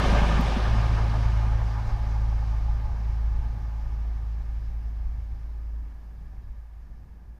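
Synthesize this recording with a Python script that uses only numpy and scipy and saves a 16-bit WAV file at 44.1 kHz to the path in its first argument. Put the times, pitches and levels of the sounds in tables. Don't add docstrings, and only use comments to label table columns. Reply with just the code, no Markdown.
import sys
import numpy as np
from scipy import signal
from scipy.fft import rfft, irfft, next_fast_len
from scipy.io import wavfile

SR = 44100
rng = np.random.default_rng(int(sys.argv[2]) if len(sys.argv) > 2 else 0)


def gain_from_db(level_db):
    decades = np.asarray(level_db, float) / 20
    return 10 ** decades


def int16_out(signal):
    q = np.round(np.clip(np.atleast_2d(signal).T, -1, 1) * 32767)
    wavfile.write(sys.argv[1], SR, q.astype(np.int16))


N = 325899

# (frequency [Hz], density [dB per Hz])
HISS_SPECTRUM = [(2940, -19), (5000, -10), (6070, -7.5), (6850, -4), (7060, -9.5), (13200, -6),
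                 (15500, -6.5)]
# (frequency [Hz], density [dB per Hz])
FIELD_SPECTRUM = [(53, -24.5), (90, -1), (298, -17.5), (508, -25.5), (775, -26), (2600, -47), (3380, -64),
                  (5720, -120)]
# (time [s], lift [dB], half length [s])
GUSTS = [
    (3.5, 8.5, 0.17),
    (6.25, 6.5, 0.11),
    (6.7, -15, 0.083),
    (7.05, 8, 0.16),
]
# (frequency [Hz], width [Hz], level [dB])
FAR_RAIL_SONG = [(764, 14, -22), (1693, 250, -18.5)]
# (time [s], peak [dB])
GRIT_TICKS = [
    (.4100, -42),
    (1.88, -62),
]
# (frequency [Hz], density [dB per Hz])
RUMBLE_SPECTRUM = [(10, -9), (20, 6), (40, -0.5), (70, -3), (100, -15.5), (160, -34), (250, -35.5)]
# (frequency [Hz], density [dB per Hz])
BODY_SPECTRUM = [(74, -43), (125, -5), (138, -10.5), (156, -9.5), (269, -18), (340, -33), (440, -39),
                 (750, -120)]
# (frequency [Hz], density [dB per Hz])
CONTACT_SPECTRUM = [(1120, -15.5), (2020, -5), (2200, -1.5), (2510, -4.5), (2950, -4.5), (4460, -11.5),
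                    (4940, -10.5), (5680, -13.5), (6850, -19.5), (7060, -22.5), (10000, -27.5),
                    (14300, -48), (22000, -120)]
# (frequency [Hz], density [dB per Hz])
ROLLING_SPECTRUM = [(180, -25), (290, -15.5), (360, -7), (410, -10), (560, -6.5), (840, -5.5), (1230, -5),
                    (1310, -11.5), (1420, -9.5), (1560, -10.5), (1810, -8), (1940, -21.5), (2700, -53),
                    (4600, -120)]
# (frequency [Hz], width [Hz], level [dB])
WHEEL_MODES = [(372.2, 34, -7.5), (586.3, 30, -5), (712, 6.4, -7.5), (762.5, 22, -5), (841, 62, -0.5),
               (960.4, 26, -4), (1223, 62, -1.5), (1567, 73, -5.5), (1740, 19, -16), (2146, 37, -11),
               (2423, 25, -19.5), (3070, 40, -40), (527.7, 11, -15), (698, 7.1, -6)]
# (frequency [Hz], lift [dB], extra loss [dB per dB of spreading])
TRACK_PARTS = [(480, 1.5, 0.47), (840, -1, 0.11), (1720, -3, 0.2159)]
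# (time [s], lift [dB])
ROUGH_STRETCHES = [(.04, 1), (.17, 3.5), (.26, 0), (.39, 0.5), (.49, 2), (.666, 4), (.842, 4), (.99, 3.5),
                   (1.15, 4.5), (1.459, 1), (1.769, 2), (1.9, 3.5), (2.38, 2), (2.6, -0.5), (3.3, 1.5),
                   (3.59, 0), (4.3, -3)]
# (time [s], peak [dB], ring [Hz])
JOINT_THUDS = [(0.035, -24, 160), (0.124, -15, 185), (0.216, -14.5, 187), (0.263, -19.5, 175),
               (0.394, -18.5, 230), (0.393, -19, 163), (0.515, -26, 238.3), (0.565, -17.5, 220),
               (0.75, -27, 215), (0.924, -27, 173), (1.083, -26.5, 183), (1.239, -36, 175)]
# (time [s], peak [dB], ring [Hz])
WHEEL_CLANKS = [
    (2.326, -36.5, 817),
    (2.425, -34, 840),
    (2.683, -34.5, 830),
    (2.852, -38, 851),
]
# (time [s], firing rate [Hz])
FIRING_RATE = [(0.0, 53.37), (0.6, 53.3), (0.68, 54.16), (1.2, 54.41), (5.86, 54.7), (5.95, 53.12),
               (6.2, 54.5)]
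# (time [s], firing note [dB], octave relative to it [dB])
EXHAUST_LEVELS = [(0.0, -25, -21), (0.16, -19.5, -10.5), (0.57, -25.5, -17), (0.68, -23.5, -5.5),
                  (0.76, -21.5, -5), (1.03, -24, -5.5), (1.4, -22, -7.5), (1.87, -29, -4),
                  (2.3, -23, -11.5), (2.92, -28, -11.5), (3.31, -24, -16.5), (3.56, -30, -12),
                  (4.11, -27, -20), (4.63, -31.5, -15.5), (5.0, -29, -20), (5.4, -35, -19),
                  (5.8, -29.5, -26), (6.0, -38, -27)]
# (multiple of firing rate [1], level [dB])
HALF_ORDERS = [(.5, -9), (1.5, -3.5), (2.5, -19), (3, -14.5)]

TAIL_ON_S = 1.08


def clock():
    return np.arange(N) / SR


def rms_one(x):
    return x / np.sqrt(np.mean(x ** 2) + 1e-20)


def in_time(rows):
    times, *columns = np.transpose(rows)
    return [np.interp(clock(), times, column) for column in columns]


def smooth_step(moment, rise):
    return 0.5 + 0.5 * np.tanh((clock() - moment) / rise)


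def bumps(rows):
    t = clock()[::32]
    lift_db = sum(db * np.exp(-((t - s) / half) ** 2) for s, db, half in rows)
    return np.interp(clock(), t, lift_db)


def drift(rate_hz):
    grid = 40
    r = np.exp(-2 * np.pi * rate_hz * grid / SR)
    noise = rng.standard_normal(N // grid + 2002)
    slow = signal.lfilter([1], [1, -2 * r, r * r], noise)[2000:]
    return np.interp(np.arange(N) / grid, np.arange(len(slow)), rms_one(slow))


def coloured(spectrum, flicker_db, rate, count, share=lambda hz: 0):
    hz, level_db = np.transpose(spectrum)
    size = next_fast_len(N, real=True)
    log_hz = np.log(np.maximum(np.fft.rfftfreq(size, 1 / SR), 1))
    shape = gain_from_db(np.interp(log_hz, np.log(hz), level_db, -150, -150))
    shaped = rfft(rng.standard_normal(size)) * shape
    centres = np.linspace(np.log(hz[1]), np.log(hz[-3]), count)
    together = drift(rate)
    bands = [irfft(shaped * np.interp(log_hz, centres, own), size)[:N] for own in np.eye(count)]
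    gains = [gain_from_db(flicker_db * (0.5 * together + drift(rate)) + share(np.exp(c))) for c in centres]
    return sum(gain * band for gain, band in zip(gains, bands)) / np.std(sum(bands))


def resonance(x, hz, width):
    r = np.exp(-np.pi * width / SR)
    poles = [1, -2 * r * np.cos(2 * np.pi * hz / SR), r * r]
    return signal.lfilter([(1 - r * r) / 2, 0, (r * r - 1) / 2], poles, x)


def singing(x, hz, width):
    return rms_one(resonance(resonance(x, hz, width), hz, width))


def dying_ring(t, hz, peak_db, t60, rise):
    return gain_from_db(peak_db - 60 * t / t60) * (1 - np.exp(-t / rise)) * np.sin(2 * np.pi * hz * t)


def spreading_db():
    side_m, speed_m_per_s, passed_s = 9.42, 15.15, 0.65
    t = clock()[::32]
    metres = np.hypot(side_m, speed_m_per_s * (t + passed_s))
    return np.interp(clock(), t, 20 * np.log10(metres / metres[0]))


def fader_db():
    return 20 * np.log10(np.maximum(1 - clock() / 11, 0.01))


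def away_db(start_db, loss):
    return start_db - loss * spreading_db() + fader_db()


def microphone_hiss():
    level = np.hypot(gain_from_db(-72.5 + fader_db()), gain_from_db(away_db(-66, 1.5)))
    return level * coloured(HISS_SPECTRUM, 0.21, 5.0, count=2)


def field():
    gust_db = bumps(GUSTS)

    def breeze(hz):
        return gust_db * np.clip(1.3 - hz / 400, 0, 1)

    murmur = coloured(FIELD_SPECTRUM, 1.2, 3.9, count=4, share=breeze)
    song = 0
    for hz, width, level_db in FAR_RAIL_SONG:
        song = song + gain_from_db(level_db) * singing(rng.standard_normal(N), hz, width)
    return gain_from_db(-48 + fader_db()) * (murmur + song)


def grit_ticks():
    out, t = np.zeros(N), np.arange(SR // 400) / SR
    parts = ((-0.0012, 10800, 0.0043, -3), (0, 13900, 0.0022, 12), (0.009, 13200, 0.004, -9))
    for s, peak_db in GRIT_TICKS:
        for lag, hz, t60, lag_db in parts:
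            i = round((s + lag) * SR)
            out[i:i + len(t)] += dying_ring(t, hz, peak_db + lag_db, t60, 1 / 9000)
    return out


def rumble():
    level_db = away_db(-30.5, 0.19) + 3.2 * drift(4.9)
    return gain_from_db(level_db) * coloured(RUMBLE_SPECTRUM, 1.0, 10.0, count=3)


def body_hum():
    return gain_from_db(away_db(-28, 1.75)) * coloured(BODY_SPECTRUM, 1.3, 5.3, count=4)


def contact_hiss():
    screened_db = 1.5 - 7.5 * smooth_step(TAIL_ON_S, 0.45)
    air_db = 0.39 * spreading_db()
    hedge_db = -1 * smooth_step(5.51, 0.12)

    def presence(hz):
        bank_db = screened_db * np.exp(-(np.log(hz / 3100) / 0.31) ** 2)
        return bank_db - air_db * np.clip(hz / 7000 - 0.9, 0, 0.4) / 0.36

    hiss = coloured(CONTACT_SPECTRUM, 0.93, 9.2, count=10, share=presence)
    return gain_from_db(away_db(-37, 1.433) + hedge_db) * hiss


def knocks(events, lift_db, t60, rise):
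    out, t = np.zeros(N), np.arange(SR // 4) / SR
    for s, peak_db, hz in events:
        i = round(s * SR)
        out[i:i + len(t)] += dying_ring(t, hz, peak_db + lift_db, t60, rise)
    return out


def rolling():
    swell_db = bumps([(s, db, 0.019) for s, db in ROUGH_STRETCHES])
    cutting_db = -1.5 * smooth_step(4.45, 0.15)
    rolling_db = away_db(-28.5, 1.43) + swell_db + cutting_db
    lost_db = spreading_db()
    clump_db = 1.7 * (1 - 0.042 * lost_db)
    part_db = [lift - extra * lost_db + clump_db * drift(12.6) for _, lift, extra in TRACK_PARTS]
    centres = np.log(np.array(TRACK_PARTS)[:, 0])

    def share(hz):
        weights = [np.interp(np.log(hz), centres, own) for own in np.eye(3)]
        return sum(weight * db for weight, db in zip(weights, part_db))

    rough = rng.standard_normal(N)
    song_db = bumps([(2.96, 5.4, 1.7)])
    modes = 0
    for hz, width, top_db in WHEEL_MODES:
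        level_db = top_db + 0.5 * drift(5.1) + share(hz)
        if abs(hz - 840) < width:
            level_db = level_db + song_db
        modes = modes + gain_from_db(level_db) * singing(rough, hz, width)
    broad = coloured(ROLLING_SPECTRUM, 0.22, 31.0, count=6, share=share)
    return gain_from_db(rolling_db) * (gain_from_db(-0.5) * broad + gain_from_db(-9.0) * modes)


def engine():
    t = clock()
    firing_hz, = in_time(FIRING_RATE)
    first_db, octave_db = in_time(EXHAUST_LEVELS)
    first_db = first_db - 4 * np.maximum(t - 5.5, 0)
    half_db = first_db - 10 - 2.0 * t
    phase = 2 * np.pi * np.cumsum(firing_hz) / SR
    slip = 0.22 * drift(4.0) - 1.6 * (1 - smooth_step(TAIL_ON_S, 0.15))
    out = gain_from_db(first_db + 0.2 * drift(5.8)) * np.cos(phase)
    out = out + gain_from_db(first_db + octave_db + 0.89 * drift(18.0)) * np.cos(2 * phase + slip)
    for multiple, order_db in HALF_ORDERS:
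        waver = 0.6 * drift(2.0)
        level = gain_from_db(half_db + order_db + 2.5 * drift(6.1))
        out = out + level * np.cos(multiple * phase + waver)
    return np.sqrt(2) * out


def scene():
    background = field() + grit_ticks() + rumble()
    thuds = knocks(JOINT_THUDS, 10.9, t60=0.038, rise=0.0069)
    clanks = knocks(WHEEL_CLANKS, 0.92, t60=0.05, rise=0.0012)
    car = body_hum() + contact_hiss() + thuds + clanks + rolling() + engine()
    return (background + car)[None]


def low_pass(x):
    return signal.sosfilt(signal.butter(12, 15640, fs=SR, output="sos"), x)


def record(dry):
    ending = np.minimum((N / SR - clock()) / 0.004, 1)
    mix = (dry + microphone_hiss() + 0.0013) * ending
    return low_pass(mix)


dry = scene()
out = record(dry)
int16_out(out)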